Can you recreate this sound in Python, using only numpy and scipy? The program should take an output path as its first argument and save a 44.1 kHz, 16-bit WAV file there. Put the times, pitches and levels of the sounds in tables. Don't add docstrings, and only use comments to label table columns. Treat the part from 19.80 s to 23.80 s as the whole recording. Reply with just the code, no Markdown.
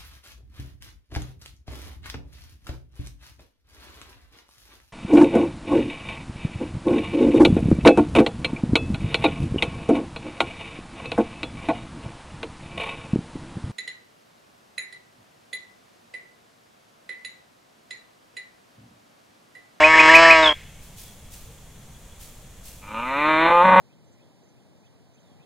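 import sys
import numpy as np
from scipy import signal
from scipy.fft import rfft, irfft
from scipy.io import wavfile
from scipy.ndimage import uniform_filter1d

SR = 44100
rng = np.random.default_rng(int(sys.argv[2]) if len(sys.argv) > 2 else 0)


def transcribe(u):
    v = np.clip(np.atleast_2d(u).T, -1, 1)
    q = np.round(v * 32767).astype(np.int16)
    wavfile.write(sys.argv[1], SR, q)


N = 176400
TIME = np.arange(N) / SR
PADDED = 2 ** 18
FREQS = np.maximum(np.arange(PADDED // 2 + 1) * SR / PADDED, 1)


def from_db(db):
    return 10 ** (np.asarray(db) / 20)


def rms_one(x):
    return x / np.sqrt(np.mean(x ** 2) + 1e-20)


def in_time(rows, start_s=0):
    s, *columns = np.transpose(rows)
    return [np.interp(TIME - start_s, s, column) for column in columns]


def over_hz(points):
    hz, value = np.transpose(points)
    return np.interp(np.log(FREQS), np.log(hz), value)


def filtered(x, response):
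    return irfft(rfft(x, PADDED) * response)[..., :N]


def bell(hz, log_width):
    return np.exp(-(np.log(FREQS / hz) / log_width) ** 2)


def flutter(hz):
    return rms_one(filtered(rng.standard_normal(N), 1 / (1 + (FREQS / hz) ** 2)))


def gate(rows, attack_s, release_s, start_s=0):
    early_s = start_s + rows[0][0] - TIME
    late_s = TIME - start_s - rows[-1][0]
    decay = np.maximum(early_s, 0) / attack_s + np.maximum(late_s, 0) / release_s
    return np.exp(-np.minimum(decay, 20))


def diffuse_tail(envelope):
    tail = rng.standard_normal(SR) * envelope
    return rfft(tail / np.sqrt(np.sum(tail ** 2)), PADDED)


# [f/Hz, likeness 0-1]
LIKENESS = [(300, .97), (9000, .4)]


def stereo_noise(spectrum):
    alike = np.clip(over_hz(LIKENESS), 0, 1)
    split = np.sqrt([1 + alike, 1 - alike])
    mid, side = filtered(rng.standard_normal((2, N)), from_db(over_hz(spectrum)) * split)
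    return rms_one(np.array([mid + side, mid - side]))


# [f/Hz, relative density/dB per Hz]
AIR_SPECTRUM = [(25, -1.5), (150, -9), (350, -23.5), (480, -20.5), (1500, -29), (3400, -29.5), (5000, -35),
                (6700, -27.5), (15500, -39)]
AIR_DB = -45.5
FAR_BIRD_HZ, FAR_BIRD_DB, FAR_BIRD_LOG_WIDTH = 3350, -68.5, .05


def air():
    twitter = filtered(rng.standard_normal(N), bell(FAR_BIRD_HZ, FAR_BIRD_LOG_WIDTH)) * flutter(10)
    return from_db(AIR_DB) * stereo_noise(AIR_SPECTRUM) + from_db(FAR_BIRD_DB) * rms_one(twitter)


KNOCK_S, KNOCK_HZ, KNOCK_DB, KNOCK_DECAY_S = 1.7, 460, -51, .022


def knock():
    envelope = np.exp(-np.abs(TIME - KNOCK_S) / KNOCK_DECAY_S)
    return from_db(KNOCK_DB) * np.sin(2 * np.pi * KNOCK_HZ * TIME) * envelope


# [t/s, level/dB]
SCUFFS = [(1.02, -49), (1.179, -42), (1.519, -43), (2.405, -43.5), (2.849, -42)]
# [f/Hz, relative level/dB]
SCUFF_SPECTRUM = [(1000, -23), (2500, -6), (9000, -3.5), (15500, -6.5)]
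SCUFF_ATTACK_S, SCUFF_DECAY_S, GRIT_DB = 0.037, 0.1, 1.5


def scuffs():
    level = np.zeros(N)
    for s, db in SCUFFS:
        attack = np.clip((TIME - s) / SCUFF_ATTACK_S + .5, 0, 1)
        decay = np.exp(-np.maximum(TIME - s, 0) / SCUFF_DECAY_S)
        level += from_db(db) * attack * decay
    return level * rms_one(stereo_noise(SCUFF_SPECTRUM) * from_db(GRIT_DB * flutter(200)))


def whistle(shape, start_s=0):
    hz, db = in_time(shape, start_s)
    tone = np.sin(2 * np.pi * np.cumsum(hz) / SR)
    return from_db(db) * tone * gate(shape, .002, 0.0019, start_s)


# [t/s, relative level/dB]
CHIRPS = [(.045, -5.5), (.199, -5), (0.354, -2), (.511, -4)]
# [t from peak/s, f/Hz, relative level/dB]
CHIRP = [(-.072, 1560, -15), (-.051, 1870, -2), (-.036, 1560, -24), (-.024, 1600, -20), (-.012, 1980, -4),
         (0, 2530, 1), (.018, 2480, -7)]
# [t/s, f/Hz, level before warble/dB]
FALLING_NOTE = [(.63, 3780, -21.5), (.662, 3423, -15), (.694, 3193, -15), (.725, 3380, -28.5)]
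WARBLE_HZ, WARBLE_DEPTH = 60.2, 0.92
ECHO_S, ECHO_DB = 0.029, -11


def birds():
    song = sum(from_db(db) * whistle(CHIRP, s) for s, db in CHIRPS)
    warble = np.cos(2 * np.pi * WARBLE_HZ * (TIME - FALLING_NOTE[1][0]))
    song = song + whistle(FALLING_NOTE) * (1 + WARBLE_DEPTH * warble)
    return song + from_db(ECHO_DB) * np.interp(TIME - ECHO_S, TIME, song, left=0)


YARD_T60_S, BIRD_YARD_DB, BULL_YARD_DB = 1, -32.5, -23


def yard(x):
    return filtered(x, diffuse_tail(from_db(-60 * TIME[:SR] / YARD_T60_S)))


TREBLE_HZ = 1700


def treble(x):
    return filtered(x, 1 / (1 + (TREBLE_HZ / FREQS) ** 6))


RESONANCE_LOG_WIDTH = 0.13


def swell(x, hz, db):
    return x + filtered(x, bell(hz, RESONANCE_LOG_WIDTH)) * (from_db(db) - 1)


RINGING_HZ = [650, 1000, 2200, 2750]
RINGING_WIDTH_HZ = 200
SCATTER_S, SCATTER_DB = 0.0075, 6


def ring_on(x):
    lag = 1
    for hz in RINGING_HZ:
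        detuning = hz ** 2 - FREQS ** 2
        damping = 1j * FREQS * RINGING_WIDTH_HZ
        lag = lag * (detuning - damping) / (detuning + damping)
    share = from_db(SCATTER_DB) / (1 + (TREBLE_HZ / FREQS) ** 4)
    scatter = 1 + share * diffuse_tail(np.exp(-TIME[:SR] / SCATTER_S))
    return filtered(x, lag * scatter / np.sqrt(1 + share ** 2))


WANDER, WANDER_HZ = .18, 7


def wander(x):
    scattered = filtered(x, diffuse_tail(np.exp(-TIME[:SR] / SCATTER_S)))
    return x + WANDER * flutter(WANDER_HZ) * scattered


JITTER_CYCLES, SHIMMER, RASP, RASP_DULLING = .025, .55, 1.15, .55
HISS_DB = -18


def folds(curve, roughness):
    hz, rough = in_time(curve)[0], in_time(roughness)[0]
    cycle = (np.cumsum(hz) / SR + JITTER_CYCLES * rough * flutter(60)) % 1 - .5
    offset = cycle * SR / hz
    pulses = rms_one(np.sinc(offset / 2) * np.exp(-(offset / 10) ** 2))
    pulses = pulses * (1 + SHIMMER * rough * flutter(70))
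    rasp = rms_one(rng.standard_normal(N) * np.exp(-2 * (cycle % 1)))
    bright = treble(rasp)
    breath = RASP * rough * (rasp - RASP_DULLING * bright) + from_db(HISS_DB) * bright
    return wander(ring_on(pulses + breath))


def throat(shape, top_hz):
    low_cut_db = 10 * np.log10(1 + (130 / FREQS) ** 4)
    top_cut_db = np.minimum(10 * np.log10(1 + (FREQS / top_hz) ** 70), 60)
    cepstrum = irfft(np.log(from_db(over_hz(shape) - low_cut_db - top_cut_db)))
    cepstrum[1:PADDED // 2] *= 2
    cepstrum[PADDED // 2 + 1:] = 0
    return np.exp(rfft(cepstrum))


ATTACK_S, RELEASE_S = 0.01, 0.0049


def bellow(source, curve, postures, changes, top_hz):
    shapes = [rms_one(filtered(source, throat(shape, top_hz))) for shape in postures]
    voice = shapes[0]
    for (s, length_s), shape in zip(changes, shapes[1:]):
        share = np.clip((TIME - s) / length_s + .5, 0, 1)
        voice = voice * (1 - share) + shape * share
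    voice = voice / np.sqrt(uniform_filter1d(voice ** 2, size=1800) + 1e-9)
    return voice * from_db(in_time(curve)[1]) * gate(curve, ATTACK_S, RELEASE_S)


# [t/s, f/Hz, relative level/dB]
FIRST_BELLOW = [(0, 152.2, -18.5), (0.102, 159.2, -15.5), (.27, 157.8, -13.5), (.33, 163.3, -13),
                (0.431, 166, -14), (.52, 163, -14.5), (0.682, 155.2, -19), (0.726, 145.6, -27)]
# [t/s, roughness 0-1]
FIRST_ROUGH = [(.11, .13), (.2, .42), (.3, .17), (.53, .22), (.58, .08), (.72, .33)]
# [f/Hz, relative level/dB]
WIDE = [(160, -26), (320, -11.5), (480, -16.5), (650, -3), (800, -17.5), (970, 0.5), (1140, -6.5),
        (1300, -13), (1500, -17), (1720, -8.5), (1870, -6.5), (2170, -5.5), (2580, -15), (2750, -5.5),
        (2950, -13.5), (3350, -20.5), (3850, -28), (4500, -25), (5300, -28.5), (8500, -38)]
# [t/s, level/dB]
LOW_RESONANCE = [(.06, 9), (.11, -8), (.26, -9.5), (.37, 3)]
# [t/s, strain 0-1]
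STRAIN = [(.2, 0), (.42, 0.82), (.72, 0.46)]
STRAINED_HZ = [1500, 4550]
FIRST_TOP_HZ, LOW_RESONANCE_HZ = 8240, 670
STRAIN_DB = 8
DULLING_DB_PER_DB = 0.61


def first_bellow():
    source = folds(FIRST_BELLOW, FIRST_ROUGH)
    voice = bellow(source, FIRST_BELLOW, [WIDE], [], FIRST_TOP_HZ)
    effort_db = in_time(FIRST_BELLOW)[1] - np.median(np.array(FIRST_BELLOW)[:, 2])
    voice = voice + treble(voice) * (from_db(DULLING_DB_PER_DB * np.minimum(effort_db, 0)) - 1)
    voice = swell(voice, LOW_RESONANCE_HZ, in_time(LOW_RESONANCE)[0])
    for hz in STRAINED_HZ:
        voice = swell(voice, hz, STRAIN_DB * in_time(STRAIN)[0])
    return voice


HUM_HZ = 60


def hum():
    return np.sqrt(2) * np.sin(2 * np.pi * HUM_HZ * TIME) * gate(FIRST_BELLOW, ATTACK_S, RELEASE_S)


SECOND_TOP_HZ = 4190
# [t/s, f/Hz, relative level/dB]
SINKING = [(3.09, 2400, -43), (3.3, 1960, -35), (3.48, 1660, -36)]
SINKING_WIDTH_HZ = 130


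def sinking_resonance(source):
    hz, db = in_time(SINKING)
    turn = np.exp(2j * np.pi * np.cumsum(hz) / SR)
    pole = np.exp(-np.pi * SINKING_WIDTH_HZ / SR)
    rung = turn * signal.lfilter([1], [1, -pole], source / turn)
    voice = rms_one(filtered(rung.real, FREQS < SECOND_TOP_HZ))
    return voice * from_db(db) * gate(SINKING, ATTACK_S, ATTACK_S)


CHEST_BAND_HZ = [165, 345]
CHEST_REL_DB = -30


def chest(source):
    band = signal.butter(2, CHEST_BAND_HZ, "band", fs=SR, output="sos")
    low = signal.sosfilt(band, source * (1 + .5 * flutter(90)))
    return from_db(CHEST_REL_DB) * rms_one(low)


# [t/s, f/Hz, relative level/dB]
SECOND_BELLOW = [(3.027, 96.94, -49), (3.171, 113, -28), (3.261, 127, -28.5), (3.396, 146.7, -22),
                 (3.488, 156.1, -17.5), (3.564, 157.4, -18.5), (3.717, 172.2, -15), (3.802, 174.5, -12.5),
                 (3.854, 186.9, -14), (4, 185.4, -10.5)]
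# [t/s, roughness 0-1]
SECOND_ROUGH = [(3.15, .32), (3.35, .18), (3.64, .22), (3.695, .55), (3.745, .2), (3.815, .2), (3.845, .48)]
# [f/Hz, relative level/dB]
MOAN = [(150, -24.5), (200, -5), (280, -3), (380, -28.5), (560, -4), (730, -22), (930, 3.5), (1080, -9),
        (1240, 7.5), (1400, -9.5), (1900, -20), (2200, -4), (2750, -10.5), (3150, -24), (4300, -31)]
HALF_OPEN = [(155, -19), (310, -2.5), (470, -14), (630, -4.5), (780, -13), (945, -3), (1250, -1.5),
             (1400, -11), (1570, -7.5), (1900, -13.5), (2220, -3), (2480, -17.5), (3150, -21.5),
             (3480, -18.5), (4300, -24.5)]
ROAR = [(180, -18.5), (300, -22), (550, -2.5), (730, -13), (900, 5), (1060, -3), (1215, 3), (1360, -18.5),
        (1540, -8.5), (1800, -22.5), (2150, -16.5), (3100, -29), (3450, -25.5), (4300, -34.5)]
# [t of midpoint/s, length/s]
SECOND_CHANGES = [(3.389, 0.36), (3.691, 0.11)]
CHEST_S, CHEST_ATTACK_S = 3.835, .02
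CHEST_RASP_HZ, CHEST_RASP_DB = 1840, 6


def second_bellow():
    source = folds(SECOND_BELLOW, SECOND_ROUGH)
    voice = bellow(source, SECOND_BELLOW, [MOAN, HALF_OPEN, ROAR], SECOND_CHANGES, SECOND_TOP_HZ)
    broken = np.clip((TIME - CHEST_S) / CHEST_ATTACK_S, 0, 1)
    voice = swell(voice, CHEST_RASP_HZ, CHEST_RASP_DB * broken)
    return voice + sinking_resonance(source) + broken * chest(source)


FIRST_DB, SECOND_DB, HUM_DB = 3, 0.5, -43.5


def bull():
    voice = from_db(FIRST_DB) * first_bellow() + from_db(SECOND_DB) * second_bellow()
    return voice + from_db(HUM_DB) * hum()


def scene():
    voice, song = bull(), birds()
    returned = yard(from_db(BULL_YARD_DB) * treble(voice) + from_db(BIRD_YARD_DB) * song)
    return air() + knock() + scuffs() + returned + song + voice


OVERLOAD, CUTOFF_HZ = .97, 15800


def record(dry):
    clipped = np.clip(dry, -OVERLOAD, OVERLOAD)
    return filtered(clipped, 1 / np.sqrt(1 + (FREQS / CUTOFF_HZ) ** 200))


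dry = scene()
out = record(dry)
transcribe(out)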